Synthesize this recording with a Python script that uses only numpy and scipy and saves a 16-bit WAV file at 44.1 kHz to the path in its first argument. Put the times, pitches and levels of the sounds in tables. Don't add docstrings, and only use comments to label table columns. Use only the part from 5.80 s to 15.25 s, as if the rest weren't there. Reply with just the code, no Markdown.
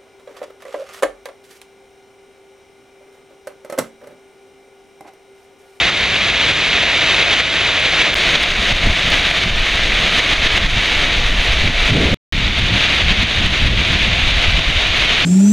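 import sys
import numpy as np
from scipy import signal
from scipy.fft import rfft, irfft
from scipy.io import wavfile
from scipy.ndimage import uniform_filter1d, map_coordinates

SR = 44100
rng = np.random.default_rng(int(sys.argv[2]) if len(sys.argv) > 2 else 0)


def invert_db(level):
    return 10 ** (np.asarray(level, dtype=float) / 20)


def dump(signal):
    limited = np.clip(np.atleast_2d(signal).T, -1, 1)
    pcm = np.round(limited * 32767).astype(np.int16)
    wavfile.write(sys.argv[1], SR, pcm)


N = 416744

# (frequency [Hz], density [dB per Hz])
RUMBLE_SPECTRUM = [(15, -29.5), (30, -0.5), (60, 2), (100, -1.5), (200, -3), (350, -7.5), (500, -19)]
# (frequency [Hz], density [dB per Hz])
HISS_SPECTRUM = [(7000, -28), (11000, 3.5), (17000, 2.5)]
# (frequency [Hz], density [dB per Hz])
BUFFET_SPECTRUM = [(6, -6.5), (15, 0.5), (25, 2.5), (45, -1.5), (80, -13), (130, -22), (250, -46.5)]
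# (frequency [Hz], density [dB per Hz])
FLUTTER_SPECTRUM = [(40, -16.5), (70, 3), (130, -1), (220, -5), (330, -15), (500, -44.5)]
# (frequency [Hz], density [dB per Hz])
RASP_SPECTRUM = [(120, -23.5), (250, 1.5), (450, -3), (650, -6.5), (900, -23)]
# (start [s], length [s], buffet [dB], flutter [dB])
GUSTS_ON_MIC = [(2.69, 0.12, -23.5, -24.5), (2.909, 0.052, -15.5, -21.5), (3.051, 0.059, -12, -13),
                (3.25, 0.15, -24.5, -25), (3.65, 0.064, -25, -14), (3.70, 0.13, -14.5, -25.5),
                (3.932, .24, -20.5, -44.5), (4.19, 0.13, -30, -26), (4.512, .25, -20.5, -33),
                (4.80, .18, -15.5, -20.5), (5.146, 0.14, -19.5, -37), (5.38, 0.23, -15, -32.5),
                (5.68, .14, -16, -25), (5.844, 0.058, -17, -13), (5.922, 0.14, -15.5, -32),
                (6.102, .25, -21, -11), (6.52, .2, -19, -20.5), (6.806, 0.047, -14.5, -12),
                (6.91, .05, -27, -11), (7.226, .1, -15.5, -18), (7.387, 0.062, -21, -14.5),
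                (7.57, 0.16, -18.5, -19), (7.812, .2, -14, -14.5), (8.096, 0.067, -22, -14.5),
                (8.22, 0.12, -18, -20), (8.4, 0.19, -15.5, -27), (8.66, 0.13, -14.5, -35),
                (8.855, 0.12, -15.5, -27.5), (9.05, .07, -21, -38), (9.2, .12, -25.5, -45)]
# (time [s], duck depth [dB])
HEAVY_SMACKS = [(.1, 5), (.718, 4), (1.247, 3), (1.352, 4.5), (1.433, 4.5), (1.541, 5.5), (1.821, 3),
                (2.065, 2.5), (2.224, 3.5), (2.305, 5), (2.564, 6), (2.928, 6.5), (3.349, 4), (3.402, 3),
                (3.642, 5), (3.702, 4.5), (4.4, 8), (4.539, 7), (4.869, 5.5), (5.742, 3.5), (5.883, 6.5),
                (6.111, 5), (6.69, 2.5), (6.984, 0.5), (7.224, 4), (8.59, 0.5), (8.711, 2), (8.8, 4),
                (8.976, 2.5), (9.089, 1.5)]
# (time [s], peak [dB], duck depth [dB])
CLOSE_DROPS = [(.4948, -41, 3.5), (1.0301, -35, 3.5), (1.5997, -41, 6.5), (2.4312, -33, 2), (2.631, -24, 3),
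               (2.7131, -38, 3.5), (3.0662, -33, 1.5), (3.1002, -37, 2.5), (3.2793, -34, 3),
               (3.303, -21, -3), (3.461, -38, 2.5), (3.5062, -31, 4), (3.5818, -36, 3), (4.035, -33, -0.5),
               (4.274, -34, 3), (4.6641, -36, 6), (4.7724, -30, 7), (4.9047, -34, 1.5), (5.0678, -35, 2),
               (5.5745, -34, 0.5), (6.1318, -36, 0.5), (6.7888, -32, 3), (7.3172, -37, 3),
               (7.4263, -35, 6.5), (7.6618, -33, 5), (7.8673, -38, 5), (8.009, -32, 0.5), (8.128, -40, 1.5),
               (9.1674, -29, 0.5), (9.2494, -32, 2.5)]
# (frequency [Hz], density [dB per Hz])
TICK_SPECTRUM = [(4000, -24.5), (8000, 8), (12000, -7), (17000, -9)]
# (time [s], patter level [dB])
RAIN_LEVEL = [(0, -17), (.5, -16), (1.5, -15.5), (2, -17), (2.36, -15.5), (2.9, -18), (3.6, -16.5),
              (4, -19), (4.4, -16), (4.8, -17.5), (5.2, -16.5), (5.6, -20), (6, -16.5), (6.53, -21),
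              (7, -16.5), (7.5, -18), (8.8, -17.5), (9.45, -15)]
# (frequency [Hz], density [dB per Hz])
PATTER_SPECTRUM = [(180, -41), (300, -11), (600, -6.5), (700, -4), (770, -10), (1000, -10), (1500, -6),
                   (2000, -1.5), (3700, -2), (4300, -10), (5000, -17.5), (7000, -26), (8000, -37.5),
                   (12000, -52.5)]
# (frequency [Hz], density [dB per Hz])
SPRAY_SPECTRUM = [(5000, -18), (7500, 1.5), (10500, -5.5), (11500, -11), (15700, -16.5), (17000, -20)]
OPEN_PAVING = [(300, -2), (1000, -0.5), (2000, -1), (3000, 1.3), (6000, -1), (16000, -2)]
# (spray under the patter [dB], breeze buffet [dB], breeze flutter [dB], faint drops peak [dB])
PLACES = [
    (-32.5, -85, -86, -46),
    (-31.5, -29.5, -43, -42),
    (-33, -26, -31.5, -44.5),
]
# (frequency [Hz], width [Hz], lift [dB])
CAVITIES = [(2280, 400, 2.5), (3870, 190, 1), (4610, 230, 2), (6320, 640, 6), (9500, 1300, 3)]
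LOST_SHARE = [(300, 0, 1), (1250, 0, .75), (1600, 0, 0), (8500, 0, 0), (10300, .05, .06), (11500, .38, .28),
              (14500, .6, .42), (15300, .92, .88)]
# (start [s], end [s], leftover sound [dB], leftover lasts [s])
CUT_GAPS = [
    (2.3438, 2.3522, -22, .0084),
    (6.3438, 6.5238, -35, .028),
]

GUST_RISE_DB_PER_S, GUST_FALL_DB_PER_S = 450, 449
EDDY_SPEEDUP = 1.53
LAST_TAKE_RASP_DB = -5
SPATTER_DB = -22
FAINT_PER_S, FAINT_SCATTER_DB = 5, 1
DUCK_LAG_S = .012
CREEP_S, CREEP_DB = .08, 1
THINNING = .5
CUT_SWING = .6
LEFTOVER_FADE_DB_PER_S = 250


def unit(x):
    return x / np.sqrt(np.mean(x ** 2) + 1e-20)


def even(x, span_s):
    power = np.abs(uniform_filter1d(x ** 2, int(span_s * SR)))
    return unit(x / np.sqrt(power + .1))


def curves(rows):
    s, *columns = np.transpose(rows)
    return [np.interp(np.arange(N) / SR, s, column) for column in columns]


def per_take(column):
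    starts = [start for start, *_ in CUT_GAPS]
    return np.take(column, np.searchsorted(starts, np.arange(N) / SR))


def wobble(rate):
    knots = rng.standard_normal(int(N * rate / SR) + 4)
    return map_coordinates(knots, [np.arange(N) * rate / SR])


def colour(x, spectrum, size=8192):
    hz, db = np.transpose(spectrum)
    bins = np.log(np.fft.rfftfreq(size, 1 / SR) + 1)
    log_gain = np.log(invert_db(np.interp(bins, np.log(hz), db, right=-120)))
    fold = np.r_[1, 2 * np.ones(size // 2 - 1), np.zeros(size // 2)]
    pulse = irfft(np.exp(rfft(irfft(log_gain) * fold)))
    return signal.fftconvolve(x, pulse / np.linalg.norm(pulse))[:N]


def preamp():
    return invert_db(-64) * colour(rng.standard_normal(N), HISS_SPECTRUM)


def storm():
    return invert_db(-30.0 + 1.2 * wobble(3)) * colour(rng.standard_normal(N), RUMBLE_SPECTRUM)


def gusts():
    t = np.arange(0, N, 32) / SR
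    s, length, *db = np.transpose(GUSTS_ON_MIC)[..., None]
    rise_db = GUST_RISE_DB_PER_S * (t - s)
    fall_db = GUST_FALL_DB_PER_S * (s + length - t)
    shape_db = np.minimum(0, np.minimum(rise_db, fall_db))
    power = invert_db(2 * (np.array(db) + np.maximum(shape_db, -120))).sum(axis=1)
    breeze = invert_db(2 * np.array([per_take(c) for c in np.transpose(PLACES)[1:3]]))
    return 10 * np.log10(breeze + np.repeat(power, 32, axis=1)[:, :N])


def wind():
    buffet_db, flutter_db = gusts()
    quick_spectrum = [(hz * EDDY_SPEEDUP, db) for hz, db in BUFFET_SPECTRUM]
    slow = even(colour(rng.standard_normal(N), BUFFET_SPECTRUM), span_s=.08)
    quick = even(colour(rng.standard_normal(N), quick_spectrum), span_s=.08)
    buffet = np.where(per_take([0, 0, 1]), quick, slow)
    flutter = even(colour(rng.standard_normal(N), FLUTTER_SPECTRUM), span_s=.04)
    flutter = unit(invert_db(1.6 * wobble(30)) * flutter)
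    rasp = even(colour(rng.standard_normal(N), RASP_SPECTRUM), span_s=.04)
    rasp = unit(invert_db(3.3 * wobble(40)) * rasp)
    hardness_db = uniform_filter1d(flutter_db, SR // 8) + 14
    rasp_db = -26.5 + 2.4 * hardness_db + per_take([0, 0, LAST_TAKE_RASP_DB])
    return invert_db(buffet_db - 1.5) * buffet + invert_db(flutter_db - 6) * flutter + invert_db(rasp_db) * rasp


def ducks():
    hits = sorted(HEAVY_SMACKS + [(s + DUCK_LAG_S, depth_db) for s, _, depth_db in CLOSE_DROPS])
    edges = [0] + [s for s, _ in hits] + [N / SR]
    creep = []
    for a, b in zip(edges, edges[1:]):
        steps = max(round((b - a) / CREEP_S), 1)
        creep.extend(np.linspace(a, b, steps + 1)[1:-1])
    return hits + [(s, CREEP_DB) for s in creep]


def smacks():
    s, depth_db = np.transpose(ducks())
    size = invert_db(-3.0 + 0.51 * depth_db) * rng.choice([-1, 1], len(s))
    at = np.round((s - .006) * SR).astype(int)
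    return colour(np.bincount(at, size, N), PATTER_SPECTRUM)


def splashes():
    snap, body = np.zeros(N + SR), np.zeros(N + SR)
    t = np.arange(SR // 40) / SR
    at = rng.integers(N, size=int(FAINT_PER_S * N / SR))
    faint_db = per_take(np.transpose(PLACES)[3])[at] + FAINT_SCATTER_DB * rng.standard_normal(len(at))
    for s, db in [row[:2] for row in CLOSE_DROPS] + list(zip(at / SR, faint_db)):
        burst = rng.standard_normal((2, len(t)))
        start = round(s * SR)
        snap[start:][:len(t)] += invert_db(db - 1.5 - 60 * t / .006) * burst[0]
        body[start:][:len(t)] += invert_db(SPATTER_DB - 60 * t / .022) * burst[1]
    return colour(snap, TICK_SPECTRUM) + colour(body, PATTER_SPECTRUM)


def drops(per_second, spread_db, far_db):
    hit = rng.random(N) < per_second / SR
    size_db = spread_db * np.minimum(rng.exponential(size=N), 5)
    near = hit * invert_db(size_db) * rng.choice([-1, 1], N)
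    return unit(unit(near) + invert_db(far_db) * rng.standard_normal(N))


def rain():
    rain_db, = curves(RAIN_LEVEL)
    spray_db = per_take(np.transpose(PLACES)[0])
    sheets_db = 0.8 * wobble(30)
    patter = colour(drops(6000, spread_db=3.5, far_db=3), PATTER_SPECTRUM)
    paving = unit(colour(patter, [(1, 0)] + OPEN_PAVING + [(SR, 0)]))
    patter = np.where(per_take([0, 0, 1]), paving, patter)
    spray = colour(drops(1500, spread_db=4, far_db=1.0), SPRAY_SPECTRUM)
    patter_db = rain_db + 0.15 + sheets_db
    spray_db = rain_db + spray_db + 1.0 + sheets_db + 0.72 * wobble(20)
    return invert_db(patter_db) * patter + invert_db(spray_db) * spray


def housing(x):
    for hz, width_hz, lift_db in CAVITIES:
        x = x + (invert_db(lift_db) - 1) * signal.lfilter(*signal.iirpeak(hz, hz / width_hz, SR), x)
    return x


def scene():
    water = housing(rain() + splashes() + smacks())
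    return np.tile(water + storm() + wind() + preamp(), (2, 1))


def gain_control(grip_s, release_s):
    s, depth_db = np.transpose(ducks())
    kicks = np.bincount(np.round(s * SR).astype(int), depth_db, N)[:N]
    duck_db = -signal.lfilter([1], [1, -np.exp(-1 / (release_s * SR))], kicks)
    duck_db = uniform_filter1d(duck_db, int(grip_s * SR))
    return invert_db(duck_db - uniform_filter1d(duck_db, SR // 2))


def lose_patches(x, count=16):
    hz, t, z = signal.stft([x[0] + x[1], x[0] - x[1]], SR, nperseg=2048)
    f, *lost = np.transpose(LOST_SHARE)
    share = np.array([np.interp(hz, f, column) for column in lost])[..., None]
    patches = np.repeat(rng.random((2, len(hz), len(t))), count, axis=1)[:, :len(hz)]
    lines = np.repeat(rng.random(z.shape), 3, axis=1)[:, :len(hz)]
    treble = (hz > f[3])[:, None]
    keep = (patches > share) & (lines > THINNING * share * treble)
    both, apart = signal.istft(z * keep, SR, nperseg=2048)[1][:, :x.shape[1]]
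    return np.array([both + apart, both - apart]) / 2


def cut(x):
    t = np.arange(N) / SR
    for start, end, left_db, lasts in CUT_GAPS:
        fade_db = left_db - LEFTOVER_FADE_DB_PER_S * np.clip(t - start, 0, lasts)
        leftover = invert_db(fade_db) * (t < start + lasts)
        x = x * np.where((t > start) & (t < end), leftover, 1)
    return x


def band_limit(x):
    return signal.sosfilt(signal.butter(12, 15740, fs=SR, output="sos"), x)


def record(dry):
    x = dry * gain_control(grip_s=0.011, release_s=0.24)
    x = x / (1 + np.abs(x / .98) ** 6) ** (1 / 6)
    first = round(CUT_GAPS[0][0] * SR)
    x[0, 1:first] = x[1, :first - 1]
    x[:, :first] = lose_patches(x[:, :first])
    x[:, first - 8:first] += CUT_SWING * np.hanning(16)[:8]
    return band_limit(cut(x))


dry = scene()
out = record(dry)
dump(out)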